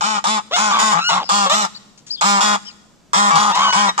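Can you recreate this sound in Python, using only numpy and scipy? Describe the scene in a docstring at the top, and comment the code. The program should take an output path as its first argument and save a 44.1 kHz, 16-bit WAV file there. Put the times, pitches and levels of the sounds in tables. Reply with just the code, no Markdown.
"""Geese at a pen fence.

A goose right at the microphone gives buzzy honks, pulse trains through a throat filter, with raspy ends.
Another breaks in with gliding squeals, sums of harmonics on drawn pitch curves. Bent whistles make thin
chirps; bursts of crackly noise make wet steps and feather rustles. Filtered noise is the quiet outdoor
background, and decaying noise gives the fence's echo and the faint tail of the brick walls."""
import sys
import numpy as np
from scipy import signal
from scipy.fft import rfft, irfft
from scipy.io import wavfile
from scipy.ndimage import uniform_filter1d

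SR = 44100
rng = np.random.default_rng(int(sys.argv[2]) if len(sys.argv) > 2 else 0)


def dump(signal):
    """Clip the signal to [-1, 1] and save it as 16-bit WAV at the path in sys.argv[1]."""
    limited = np.clip(np.atleast_2d(signal).T, -1, 1)
    pcm = np.round(limited * 32767).astype(np.int16)
    wavfile.write(sys.argv[1], SR, pcm)


N = 176400
T = np.arange(N) / SR
CUTOFF_HZ = 15800
EVEN_S = 0.011  # levelling window


def from_db(db):
    """Decibels to gain."""
    return 10 ** (np.asarray(db) / 20)


def rms_one(x):
    """Scale to unit rms."""
    return x / np.sqrt(np.mean(x ** 2) + 1e-20)


def at_hz(points, hz):
    """Read a spectrum on a log-frequency axis."""
    point_hz, value = np.transpose(points)
    return np.interp(np.log(np.maximum(hz, 1)), np.log(point_hz), value)


def colour(x, points, size=4096):
    """Causal (minimum-phase) filter with the given spectrum, by folding the cepstrum."""
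    bin_hz = np.arange(size // 2 + 1) * SR / size
    cepstrum = irfft(np.log(from_db(at_hz(points, bin_hz))))
    cepstrum[1:size // 2] *= 2
    cepstrum[size // 2 + 1:] = 0
    impulse = irfft(np.exp(rfft(cepstrum)))
    return signal.fftconvolve(x, impulse)[:len(x)]


def wander(count, hz):
    """Smooth random motion of unit spread, slower than hz."""
    lowpass = signal.butter(2, hz, fs=SR, output="sos")
    return rms_one(signal.sosfilt(lowpass, rng.standard_normal(count)))


def evened(x):
    """Steady air pressure holds the level from cycle to cycle."""
    size = int(EVEN_S * SR)
    power = uniform_filter1d(uniform_filter1d(x ** 2, size=size), size=size)
    return x / np.sqrt(power + np.mean(x ** 2) / 20)


def add(out, start_s, x):
    """Mix a sound in at a time."""
    i = max(int(start_s * SR), 0)
    out[i:i + len(x)] += x[:max(N - i, 0)]


# Background spectrum. Each row: frequency in Hz, relative density in dB per Hz.
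FLOOR_SPECTRUM = [(30, -6.5), (80, -10), (190, -0.5), (400, -10.5), (1100, -16.5), (2000, -24), (4000, -24),
                  (7500, -24), (10000, -38), (15000, -42)]
FLOOR_DB = -53


def background():
    """Quiet outdoor rumble and hiss, partly shared by both sides."""
    shared, left, right = rng.standard_normal((3, N))
    sides = [rms_one(colour(shared + own, FLOOR_SPECTRUM)) for own in (left, right)]
    return from_db(FLOOR_DB) * np.array(sides)


# Honks and short grunts. Each row: start in seconds, length in seconds, level in dB (voice below TREBLE_HZ),
# treble offset in dB, top pitch in Hz before rasp, time of the top in seconds after the start,
# sag in Hz/s^2, least roughness 0-1.
HONKS = [ (.008, 0.18, -21.5, -0.5, 217.3, 0.082, 2170, 0.35),
         (0.24, 0.15, -19, -1.5, 218.4, 0.084, 2830, 0), (0.557, 0.16, -19, 1, 215.2, 0.062, 1694, 0.48),
         (0.707, 0.13, -20, -6.5, 220.7, 0.018, 1900, 0.98), (.789, 0.15, -18, 1, 217.4, 0.047, 1567, 0.4),
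         (0.917, 0.077, -16.5, -7.5, 169.5, 0.072, 2100, 0.76),
         (1.09, 0.097, -19, -4.5, 188.9, 0.07, 3000, 0.96),
         (1.290, 0.18, -18.5, 0.5, 206.9, 0.045, 968, 0.3),
         (1.496, .160, -19.5, 3.5, 212.5, 0.083, 3400, 0.39), (2.210, 0.19, -16, -2, 203.1, 0.074, 583, 0),
         (2.407, 0.15, -16, -1, 209.6, 0.067, 967, 0.43),
         (3.132, 0.176, -15.5, -2.5, 205.5, 0.0753, 579, 0.33),
         (3.310, 0.068, -14, -11, 165.5, 0.037, 2000, 0.5),
         (3.355, 0.16, -16.5, -2, 210.7, 0.082, 1837, 0.63),
         (3.55, 0.15, -21.5, -2, 203.4, 0.078, 1485, 0.93),
         (3.725, 0.17, -16.5, -4.5, 207.8, 0.081, 2318, 0.38),
         (3.978, 0.16, -15.5, -7, 213, 0.072, 2040, 0.4)]
# Resonances of the throat. Each row: frequency in Hz, gain in dB.
THROAT = [(70, -60), (150, -35), (420, -21.5), (630, -11.5), (840, 1.5), (1030, -0.5), (1210, 5),
          (1480, -9), (1850, -13), (2400, -13), (2700, -16), (3600, -10.5), (4200, -15), (5300, -11),
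          (6300, -15), (7200, -9.5), (8000, -20.5), (9000, -22.5), (9900, -49.5), (13000, -40.5),
          (15500, -74)]
ATTACK_S, RELEASE_S = 0.000989, 0.0097
# the voice catches and lets go: uneven pulses, slower at the catch
RASP_IN_S, RASP_OUT_S, RASP_SLOWS = 0.036, 0.017, 0.17
JITTER, SHIMMER_DB = 0.0614, 3.5  # pulse timing and size spread, scaled by rasp
AIR, AIR_ROUGH, AIR_PULSE_S = 0.14, 0.6, 0.002
SECOND_BEAT_CYCLES, SECOND_BEAT_SIZE = 0.43, 0.41  # weaker slap within each cycle
SLUR_GAP_S = 0.02  # a honk within this gap runs on from the last
HUM_DB, HUM_RISE_S = -9.5, 0.038  # fundamental, radiated by the neck
TREBLE_HZ, TREBLE_FADE_DB, RASP_DULLS_DB = 2030, 9.5, 4  # brightness sinks through a honk and in rasp
RING_HZ, RING_RISE_HZ, RING_DB = 869, 250.2, -4  # windpipe rings at catch and release


def honk(length_s, db, treble_db, top_hz, top_s, sag_hz_s2, rough, slurred):
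    """The syrinx slaps open and shut; pulses and puffs of air ring the long throat."""
    t = np.arange(int((length_s + 0.052) * SR)) / SR
    catch = (0.5 if slurred else 1) / (1 + (t / RASP_IN_S) ** 6)
    let_go = np.exp(np.minimum(t - length_s, 0) / RASP_OUT_S)
    edges = np.maximum(catch, let_go)
    rasp = np.maximum(rough, edges)

    hz = top_hz - sag_hz_s2 * (np.minimum(t, length_s) - top_s) ** 2
    if not slurred:
        hz = hz * (1 - RASP_SLOWS * catch)
    cycles = np.cumsum(hz * (1 + JITTER * rasp ** 2 * wander(len(t), 132.6))) / SR

    pulses, puffs = np.zeros(len(t)), np.zeros(len(t))
    for k in range(int(cycles[-1])):
        first_s, second_s = np.interp([k, k + SECOND_BEAT_CYCLES], cycles, t) + ATTACK_S
        size = from_db(SHIMMER_DB * np.interp(first_s, t, rasp) * rng.standard_normal())
        # sinc: band-limited impulse between samples
        pulses += size * np.sinc((t - first_s) * SR)
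        pulses += size * SECOND_BEAT_SIZE * np.sinc((t - second_s) * SR)
        puffs += size * (t >= first_s) * np.exp(-abs(t - first_s) / AIR_PULSE_S)
    air = np.clip(AIR + AIR_ROUGH * rasp, 0, 1)
    breath = rms_one(puffs * rng.standard_normal(len(t)))
    source = np.sqrt(1 - air ** 2) * rms_one(pulses) + air * breath

    voice = evened(colour(source, THROAT))
    low = signal.sosfiltfilt(signal.butter(2, TREBLE_HZ, fs=SR, output="sos"), voice)
    treble_gain = from_db(treble_db - TREBLE_FADE_DB * t / length_s - RASP_DULLS_DB * rasp)
    voice = (low + (voice - low) * treble_gain) / low.std()

    hum = from_db(HUM_DB) * np.sqrt(2) * np.sin(2 * np.pi * cycles)
    hum *= np.minimum(t / HUM_RISE_S, 1) ** 2 * (1 - np.clip(rasp, 0, 1) / 2)

    ring_hz = RING_HZ + RING_RISE_HZ * np.sin(np.pi * np.minimum(t / length_s, 1))
    ring_cycles = np.cumsum(ring_hz * (1 + JITTER * (t < length_s) * wander(len(t), 129))) / SR
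    ring = from_db(RING_DB) * np.sqrt(2) * edges * np.sin(2 * np.pi * ring_cycles)

    envelope = np.minimum(t / ATTACK_S, 1) * np.exp(-np.maximum(t - length_s, 0) / RELEASE_S)
    return from_db(db) * (voice + hum + ring) * envelope


NEAR_ECHO_DB, NEAR_ECHO_S, NEAR_ECHO_HZ = 5.5, 0.0057, 1930


def scatter(x):
    """The fence close by throws back the treble, differently for each pose of the head."""
    t = T[:SR // 40]
    echo = rng.standard_normal(len(t)) * np.exp(-t / NEAR_ECHO_S)
    highpass = signal.butter(2, NEAR_ECHO_HZ, "high", fs=SR, output="sos")
    echo = signal.sosfilt(highpass, echo / np.linalg.norm(echo))
    return x + from_db(NEAR_ECHO_DB) * signal.fftconvolve(x, echo)[:len(x)]


# Honk stereo balance. Each row: frequency in Hz, left minus right in dB.
BALANCE = [(200, 5.5), (500, 3), (1000, 4), (3800, 0), (7500, -5)]
HONK_LAG_S = 0.00026  # left side later


def balance(left, right):
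    """Tilt the honks' two sides against each other by frequency."""
    left_tilt = [(hz, db / 2) for hz, db in BALANCE]
    right_tilt = [(hz, -db / 2) for hz, db in BALANCE]
    return np.array([colour(left, left_tilt), colour(right, right_tilt)])


# Squeals, one curve each. Each row of a curve: time in seconds, pitch in Hz, level in dB,
# roughness (0 smooth, about 1 rough).
SQUEALS = [
    [(.506, 496, -31.5, 0.9), (.54, 704, -13.5, 0.25), (.56, 717, -16, 0.08), (.595, 801, -34, 0.9)],
    [(.705, 1222, -24, 0.93), (.74, 1166, -14, 0.4), (.81, 1072, -20, 0.44)],
    [(.97, 1260, -24.5, 0.7), (1.055, 1406, -20, 0.23), (1.085, 1465, -14, 0), (1.115, 1425, -21, 0.23),
     (1.175, 1130, -17.5, 0.96), (1.25, 780, -29.5, 1.23)],
    [(1.098, 630, -26, 0.32), (1.145, 740, -20, 0.27)],
    [(1.46, 554, -16, 0.44), (1.495, 546.7, -26.5, 0.18), (1.515, 601.4, -12, 0.05), (1.555, 700, -21, 0.1)],
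    [(3.515, 886.6, -22, 0.4), (3.59, 1030, -13.5, 0.56), (3.635, 1147, -13.5, 0.45), (3.675, 1084, -15, 1),
     (3.715, 925, -18, 0.52)],
    [(3.61, 1558, -22.5, 0.14), (3.705, 1490, -18.5, 0.01), (3.75, 1496, -24, 0.12),
     (3.83, 1557, -19.5, 0.3)],
    [(3.865, 1920, -41, 0.4), (3.895, 1910, -14.5, 0.01), (3.935, 1884, -56, 0.26)],
]
# Squeal overtone gains. Each row: frequency in Hz, gain in dB.
SQUEAL_THROAT = [(500, 6), (750, -1.5), (1150, 11), (1450, -5), (2200, -3), (2950, -0.5), (3550, 6.5),
                 (4400, -7), (5800, -7.5), (7100, -13), (10000, -44.5)]
SQUEAL_WOBBLE, SQUEAL_WOBBLE_HZ = 0.07, 220
SQUEAL_FLUTTER, SQUEAL_FLUTTER_HZ = 1.0, 160
SQUEAL_DULLS_DB = 8.5  # overtones sink as a squeal turns rough
SQUEAL_LAG_S, SQUEAL_PAN_DB = 0.00011, 1.5


def squeal(curve, count=14):
    """A high, gliding voice whose pitch wobbles and whose level flutters as it turns rough."""
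    point_s, *columns = np.transpose(curve)
    t = np.arange(point_s[0], point_s[-1], 1 / SR)
    hz, db, rough = [np.interp(t, point_s, column) for column in columns]
    wobble = 1 + SQUEAL_WOBBLE * rough * wander(len(t), SQUEAL_WOBBLE_HZ)
    phase = 2 * np.pi * np.cumsum(hz * wobble) / SR

    k = np.arange(1, count + 1)[:, None]  # harmonic numbers
    gains = from_db(at_hz(SQUEAL_THROAT, k * hz) - SQUEAL_DULLS_DB * rough * (k > 1))
    gains = gains * (k * hz < CUTOFF_HZ)
    harmonics = gains * np.sin(k * phase + rng.uniform(0, 2 * np.pi, k.shape))
    tone = harmonics.sum(0) / np.sqrt((gains ** 2).sum(0) / 2)

    flutter = evened(1 + SQUEAL_FLUTTER * rough * wander(len(t), SQUEAL_FLUTTER_HZ))
    return from_db(db) * tone * flutter * signal.windows.tukey(len(t), 0.1)


def place(x, lag_s, pan_db):
    """The left microphone hears the sound a little later; positive pan_db makes it louder there."""
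    hz = np.fft.rfftfreq(2 * N, 1 / SR)
    left = irfft(rfft(x, 2 * N) * np.exp(-2j * np.pi * hz * lag_s))[:N]
    return np.array([left * from_db(pan_db / 2), x * from_db(-pan_db / 2)])


# Chirps. Each row: start in seconds, length in seconds, level in dB before the arch envelope,
# first, middle and last pitch in Hz.
CHIRPS = [ (1.22, 0.077, -34.5, 4030, 5100, 3830), (1.741, 0.043, -34, 3680, 4530, 4420),
          (2.093, 0.077, -23.5, 3580, 4900, 3640), (2.152, 0.096, -34.5, 3700, 3440, 4040),
          (2.647, 0.075, -35, 5000, 5320, 4100), (2.651, 0.06, -39.5, 2830, 3140, 2470)]
CHIRP_WOBBLE, CHIRP_FLUTTER_DB, CHIRP_PAN_DB = 0.04, 4, 7


def chirp(length_s, db, first_hz, middle_hz, last_hz):
    """A thin whistle that bends through three pitches."""
    u = np.linspace(0, 1, int(length_s * SR))
    hz = np.polyval(np.polyfit([0, 0.5, 1], [first_hz, middle_hz, last_hz], 2), u)
    phase = 2 * np.pi * np.cumsum(hz * (1 + CHIRP_WOBBLE * wander(len(u), 200))) / SR
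    arch = np.sin(np.pi * u)
    flutter = rms_one(from_db(CHIRP_FLUTTER_DB * wander(len(u), 110)))
    return from_db(db) * np.sqrt(2) * arch * flutter * np.sin(phase)


# Wet steps and feather rustles. Each row: start in seconds, decay in seconds, level in dB before the decay.
RUSTLES = [(1.975, 0.018, -42), (2.064, 0.051, -39.5), (2.672, 0.036, -50)]
# Rustle spectrum. Each row: frequency in Hz, gain in dB.
RUSTLE_COLOUR = [(300, -17), (2000, -8.5), (7000, 5), (14000, -47)]


def rustle(decay_s, db):
    """A short swell of crackly noise."""
    t = T[:SR // 4]
    grains = rng.standard_normal(len(t)) * from_db(2 * wander(len(t), 300))
    envelope = np.minimum(t / 0.0025, 1) * np.exp(-t / decay_s)
    return from_db(db) * rms_one(colour(grains, RUSTLE_COLOUR)) * envelope


# Wall reflection spectrum. Each row: frequency in Hz, relative gain in dB.
WALL_COLOUR = [(150, 12.5), (900, -7), (2000, 1.5), (7000, 2.5), (14000, 6)]
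WALL_DB, WALL_T60_S = -17.5, 0.92


def pen(x):
    """A faint tail between the walls: noise decaying after an 8 ms gap, separate on each side."""
    t, sides = T[:SR], []
    for side in x:
        tail = colour(rng.standard_normal(SR), WALL_COLOUR)
        tail = tail * from_db(-60 * t / WALL_T60_S) * (t > 0.008)
        tail /= np.linalg.norm(tail)
        sides.append(side + from_db(WALL_DB) * signal.fftconvolve(side, tail)[:N])
    return np.array(sides)


def scene():
    """All the birds in the pen, over the background."""
    left, right, squeals, small = np.zeros((4, N))
    last_end_s = -1
    for start_s, length_s, *row in HONKS:
        call = honk(length_s, *row, slurred=start_s - last_end_s < SLUR_GAP_S)
        last_end_s = start_s + length_s
        add(left, start_s + HONK_LAG_S, scatter(call))
        add(right, start_s, scatter(call))
    for curve in SQUEALS:
        add(squeals, curve[0][0], squeal(curve))
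    for start_s, *row in CHIRPS:
        add(small, start_s, chirp(*row))
    for start_s, *row in RUSTLES:
        add(small, start_s, rustle(*row))
    birds = balance(left, right)
    birds = birds + place(squeals, SQUEAL_LAG_S, SQUEAL_PAN_DB)
    birds = birds + place(small, SQUEAL_LAG_S, CHIRP_PAN_DB)
    return pen(birds) + background()


def record(dry):
    """Subsonic drift is removed, peaks are rounded and the top is cut."""
    highpass = signal.butter(1, 20, "high", fs=SR, output="sos")
    rounded = 0.86 * np.tanh(signal.sosfilt(highpass, dry) / 0.83)
    lowpass = signal.cheby2(12, 70, CUTOFF_HZ, fs=SR, output="sos")
    return signal.sosfilt(lowpass, rounded)


dry = scene()
out = record(dry)
dump(out)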